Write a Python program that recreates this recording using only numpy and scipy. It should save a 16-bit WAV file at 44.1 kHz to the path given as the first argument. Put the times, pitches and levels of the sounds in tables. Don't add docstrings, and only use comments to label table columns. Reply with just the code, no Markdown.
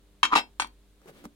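import sys
import numpy as np
from scipy import signal
from scipy.fft import rfft, irfft, next_fast_len
from scipy.io import wavfile
from scipy.ndimage import map_coordinates

SR = 44100
rng = np.random.default_rng(int(sys.argv[2]) if len(sys.argv) > 2 else 0)


def store_wav(level_fs):
    pcm = np.round(np.clip(np.atleast_2d(level_fs), -1, 1) * 32767)
    wavfile.write(sys.argv[1], SR, pcm.T.astype(np.int16))


N = 59535
SCENE_T = np.arange(N) / SR
HIT_T = np.arange(12288) / SR


def amp(db):
    return 10 ** (np.asarray(db) / 20)


def fade(t60):
    return np.exp(-np.log(1000) * HIT_T / t60)


def rise(seconds):
    return 1 - np.exp(-HIT_T / seconds)


def unit(x):
    return x / np.sqrt(np.mean(x ** 2) + 1e-20)


def along(points, hz):
    f, values = np.transpose(points)
    return np.interp(np.log(hz + 1), np.log(f + 1), values)


def filtered(x, response):
    n = x.shape[-1]
    padded = next_fast_len(n + 2048)
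    return irfft(rfft(x, padded) * response(np.fft.rfftfreq(padded, 1 / SR)), padded)[..., :n]


# f/Hz, likeness (1 = the same)
EAR_LIKENESS = [(100, 0.54), (400, 1), (1000, 0.44), (2500, 0.31), (6000, .05)]
def noise(spectrum, size):
    def response(hz):
        angle = np.arccos(np.clip(along(EAR_LIKENESS, hz), -1, 1)) / 2
        return amp(along(spectrum, hz)) * [np.cos(angle), np.sin(angle)]
    mid, side = filtered(rng.standard_normal((2, size)), response)
    return unit(np.array([mid + side, mid - side]))


# f/Hz, level/dB
HUM_TONES = [(49.7, -63), (199.5, -74), (300, -73.5), (400, -76), (500, -88.5)]
# t/s, added level/dB
HUM_SWELL = [(0, 2.5), (.2, 0), (.5, 1.5), (.7, 8), (.82, 4), (.95, 0), (1.35, -3.5)]
# f/Hz, relative level/dB
AIR_COLOUR = [(25, -15.5), (60, -13.5), (100, -14.5), (300, -24.5), (500, -23), (800, -30.5), (2500, -34),
              (3900, -32), (5200, -38.5), (9000, -37.5), (15500, -43.5)]
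def background():
    lowest, *upper = [np.sqrt(2) * amp(db) * np.sin(2 * np.pi * (hz * SCENE_T + rng.random()))
                      for hz, db in HUM_TONES]
    swell = amp(np.interp(SCENE_T, *np.transpose(HUM_SWELL)))
    return lowest * swell + sum(upper) + amp(-65) * noise(AIR_COLOUR, N)


# f/Hz, fade time/s
ROOM_FADE = [(150, .26), (500, .18), (1200, .165), (4000, .14), (12000, .11)]
# f/Hz, level/dB
ROOM_COLOUR = [(150, -14), (500, -5), (1100, -16), (2500, -11.5), (6000, -17), (14000, -11.5)]
def room(x):
    hiss = noise([(20, 0), (20000, 0)], len(HIT_T))
    hz, t, bands = signal.stft(hiss, SR, nperseg=256)
    decay = np.exp(-np.log(1000) * t / along(ROOM_FADE, hz)[:, None])
    tail = signal.istft(bands * decay, SR, nperseg=256)[1][:, :len(HIT_T)]
    delay_s, build_s = 0.001, 0.0017
    tail *= 1 - np.exp(-np.maximum(HIT_T - delay_s, 0) / build_s)
    tail = filtered(tail / np.linalg.norm(tail[0]), lambda f: amp(along(ROOM_COLOUR, f)))
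    return signal.fftconvolve(x, tail, axes=1)[:, :N]


# peak t/s, half width/s, level/dB
STROKES = [(1.081, 0.0065, -54), (1.097, .009, -52.5), (1.07, 0.037, -61.5), (1.252, .0095, -49)]
# f/Hz, relative level/dB
SKIN_COLOUR = [(60, -21), (150, -1), (300, -3), (560, -2.5), (900, -8.5), (1400, -9), (2500, -14.5),
               (5000, -21.5), (15500, -26.5)]
SLEEVE_COLOUR = [(100, -10), (250, 2), (800, -11.5), (1500, -13), (3400, -16), (6000, -24.5),
                 (15500, -27.5)]
def rubbing(grains_per_s=630, grain_db=1):
    def swell(s, width_s, db):
        return amp(db) * np.exp(-((SCENE_T - s) / width_s) ** 2 / 2)
    grain = map_coordinates(rng.standard_normal(N), [SCENE_T * grains_per_s])
    friction = unit(noise(SKIN_COLOUR, N) * amp(grain_db * grain))
    skin = sum(swell(*stroke) for stroke in STROKES) * friction
    sleeve = swell(s=1.184, width_s=0.039, db=-54.5) * noise(SLEEVE_COLOUR, N)
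    return skin + sleeve


# t/s, level/dB
TICKS = [(0.6719, -43), (1.017, -55), (1.0585, -54), (1.2415, -47), (1.2471, -45.5), (1.2539, -38)]
# f/Hz, relative level/dB
TICK_COLOUR = [(300, -6), (1300, 9.5), (3000, -13.5), (6000, -4), (12000, -8.5), (16000, -11.5)]
# t/s, f/Hz, level/dB
BUMPS = [(1.0575, 378, -42.5), (1.0595, 850, -55), (1.080, 430, -81), (1.094, 556, -49), (1.113, 400, -48),
         (1.164, 350, -56), (1.189, 260, -57.5), (1.223, 247, -47), (1.2414, 312, -40.5),
         (1.246, 788, -46.5), (1.257, 225, -32.5), (1.256, 586, -48), (1.268, 290, -39)]
def ticks_and_bumps():
    out = np.zeros((2, N))
    for s, db in TICKS:
        add(out, s, amp(db) * noise(TICK_COLOUR, len(HIT_T)) * fade(0.012))
    for s, hz, db in BUMPS:
        add(out, s, -amp(db) * np.sin(2 * np.pi * hz * HIT_T) * fade(0.057) * rise(0.00041))
    return out


def add(out, s, sound):
    start = int(round(s * SR))
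    out[:, start:start + sound.shape[-1]] += sound[..., :N - start]


# f/Hz, relative level/dB, fade time/s
WOOD_TONES = [(55, -15, 0.023), (166.8, -9, 0.034), (241.5, -18, 0.3), (294.1, 1, 0.056), (400, -4, 0.029)]
def thud():
    tones = sum(amp(db) * fade(t60) * np.sin(2 * np.pi * hz * HIT_T) for hz, db, t60 in WOOD_TONES)
    return rise(0.0019) * tones


# f/Hz, relative level/dB
CLACK_COLOUR = [(200, -32.5), (550, -16), (800, -1.5), (1300, 4.5), (1700, 1.5), (2400, 1.5), (4000, -2),
                (5200, -10), (7000, -14), (8000, -20.5), (9000, -15.5), (11000, -31.5), (15500, -34)]
def weak_lid_tones(count, low_hz=708.6, high_hz=15490, scatter_db=3):
    hz = low_hz + (high_hz - low_hz) * (np.arange(count) + rng.random(count)) / count
    gain = amp(along(CLACK_COLOUR, hz) + scatter_db * rng.standard_normal(count))
    return hz, gain / np.linalg.norm(gain)


def clack(weak_tones, hardness):
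    size = len(HIT_T)
    burst = noise(CLACK_COLOUR, size) * fade(0.034)
    hz, gain = weak_tones
    spectrum = np.zeros((2, size // 2 + 1), complex)
    spectrum[:, (hz * size / SR).astype(int)] = gain * np.exp(2j * np.pi * rng.random((2, len(hz))))
    shimmer = amp(-9.5) * unit(irfft(spectrum, size)) * fade(0.08)
    return filtered(burst + shimmer, lambda f: amp(hardness * np.log2(np.hypot(1, f / 2000))))


# f/Hz, left minus right/dB, then level/dB for a rim, a flat and a knob hit
LID_TONES = [(1520, 11.5, -15.5, -8, 0), (1750, -1.5, -21.5, -9.5, -33), (1800, 4.5, -5, -12, -38),
             (2230, 7.5, -3, -6.5, -13), (2680, 13.5, -2, 2.5, -8.5), (3170, -2, 7.5, -13.5, -22),
             (3218, -1, -21, -8.5, -2), (3865, 6.5, -4, -0.5, -21), (4410, 4, -8.5, -9.5, -0.5),
             (5145, -4.5, -16.5, -2, -20.5), (5710, -9.5, -3, -14.5, -5.5), (6706, 5.5, -9, -8, 2.5),
             (7205, 3.5, -11, -23.5, -10), (7495, 0.5, -27.5, -9, -28), (8560, 0.5, -13, -11.5, 2),
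             (8990, 0, -17, -15, -3.5), (9447, 4, -28.5, -28.5, -15), (9960, 1.5, -16.5, -18, -23.5),
             (10470, 7, -28, -23.5, -11), (11660, -2, -24, -25.5, -15), (12735, 3.5, -29.5, -24.5, -24),
             (13320, 4.5, -33.5, -23.5, -18), (14500, 7, -32.5, -27.5, -27), (15060, 3, -34, -24, -29.5)]
# f/Hz, fade time/s
LID_FADE = [(1500, .11), (2700, .11), (3160, .16), (3868, .105), (4375, .17), (5700, .12), (15000, .09)]
def ring(place, scatter_db=1.2):
    hz, pan_db, *levels = np.transpose(LID_TONES)
    tones = np.array([fade(along(LID_FADE, f)) * np.exp(2j * np.pi * f * HIT_T) for f in hz])
    level_db = levels[place] + scatter_db * rng.standard_normal(len(hz))
    gain = amp(level_db + np.array([pan_db, -pan_db]) / 2)
    phase = np.exp(2j * np.pi * rng.random(gain.shape))
    return ((gain * phase) @ tones).real * rise(0.0017) / 2


def knock(hz, peak_s=0.0014, low_hz=717):
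    age = HIT_T / peak_s
    swell = (age * np.exp(1 - age)) ** 1.6
    bass_cut = signal.butter(5, low_hz, "high", fs=SR, output="sos")
    return signal.sosfilt(bass_cut, swell * np.cos(2 * np.pi * hz * HIT_T))


# t/s, knock f/Hz, knock level/dB, clack level/dB,
# ring level/dB, thud level/dB, hardness/(dB per octave added to the clack above 2 kHz)
RIM_HITS = [(.2306, 1113, -6.5, -13, -19, -46.5, -2), (.2405, 1030, -20.5, -22, -40, -34.5, -3),
            (.2470, 1105, -32, -29.5, -40.5, -42.5, -2), (.2525, 1080, -20, -20.5, -31.5, -36.5, 0.5)]
ROCKING_HITS = [(.3040, 1111, -33.5, -55.5, -61.5, -54, 2.5), (.3135, 1070, -26, -45.5, -55, -61, -3),
                (.3175, 1114, -25, -42.5, -52, -43, -5.5), (.3225, 1065, -14.5, -30.5, -54, -36.5, -4),
                (.3275, 1108, -13.5, -28.5, -46, -27.5, -4), (.3315, 1197, -8, -24.5, -38, -27.5, -7),
                (.3345, 1065, -14.5, -26, -41.5, -35, -5.5), (.338, 1170, -13, -18.5, -51, -40, -8.5)]
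FLAT_HITS = [(.3532, 1145, -11, -20.5, -25.5, -30.5, 1), (.3580, 910, -5, -17, -20.5, -19.5, -1),
             (.3645, 886, -23, -25, -27, -58, .3), (.3700, 1065, -18.5, -19, -31.5, -35.5, .3),
             (.3780, 833, -16, -21, -29, -39, .3), (.3850, 782, -20.5, -23.5, -37.5, -47, 1),
             (.3930, 800, -25, -28.5, -40.5, -44.5, 1)]
KNOB_HITS = [(.5982, 891, -17, -19, -27.5, -38, 0.5), (.6203, 863, -26, -26.5, -41.5, -43, 1.5),
             (.6445, 965, -28, -39.5, -59.5, -42, 1)]
def lid_hits(hits, place, weak_tones):
    out = np.zeros((2, N))
    for s, hz, knock_db, clack_db, ring_db, thud_db, hardness in hits:
        impact = amp(knock_db) * knock(hz) + amp(clack_db) * clack(weak_tones, hardness)
        add(out, s, impact + amp(ring_db) * ring(place) + amp(thud_db) * thud())
    return out


# f/Hz, left minus right/dB
LEFT_BOOST = [(400, -0.5), (1000, 1.5), (2200, 2.5), (4000, 0.5), (8000, 1), (14000, 2.5)]
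def from_left(x, lead_s=0.00021):
    side = np.array([[0.5], [-0.5]])
    return filtered(x, lambda hz: amp(side * along(LEFT_BOOST, hz))
                    * np.exp(2j * np.pi * hz * side * lead_s))


def scene():
    weak_tones = weak_lid_tones(count=60)
    rim, flat, knob = range(3)
    moves = [(RIM_HITS, rim), (ROCKING_HITS, flat), (FLAT_HITS, flat), (KNOB_HITS, knob)]
    metal = [lid_hits(hits, place, weak_tones) for hits, place in moves]
    soft = ticks_and_bumps() + rubbing()
    near = sum(part + room(part) for part in metal)
    near += soft + amp(-5) * room(soft)
    return from_left(near) + background()


def record(dry):
    return filtered(dry, lambda hz: hz < 16000)


dry = scene()
out = record(dry)
store_wav(out)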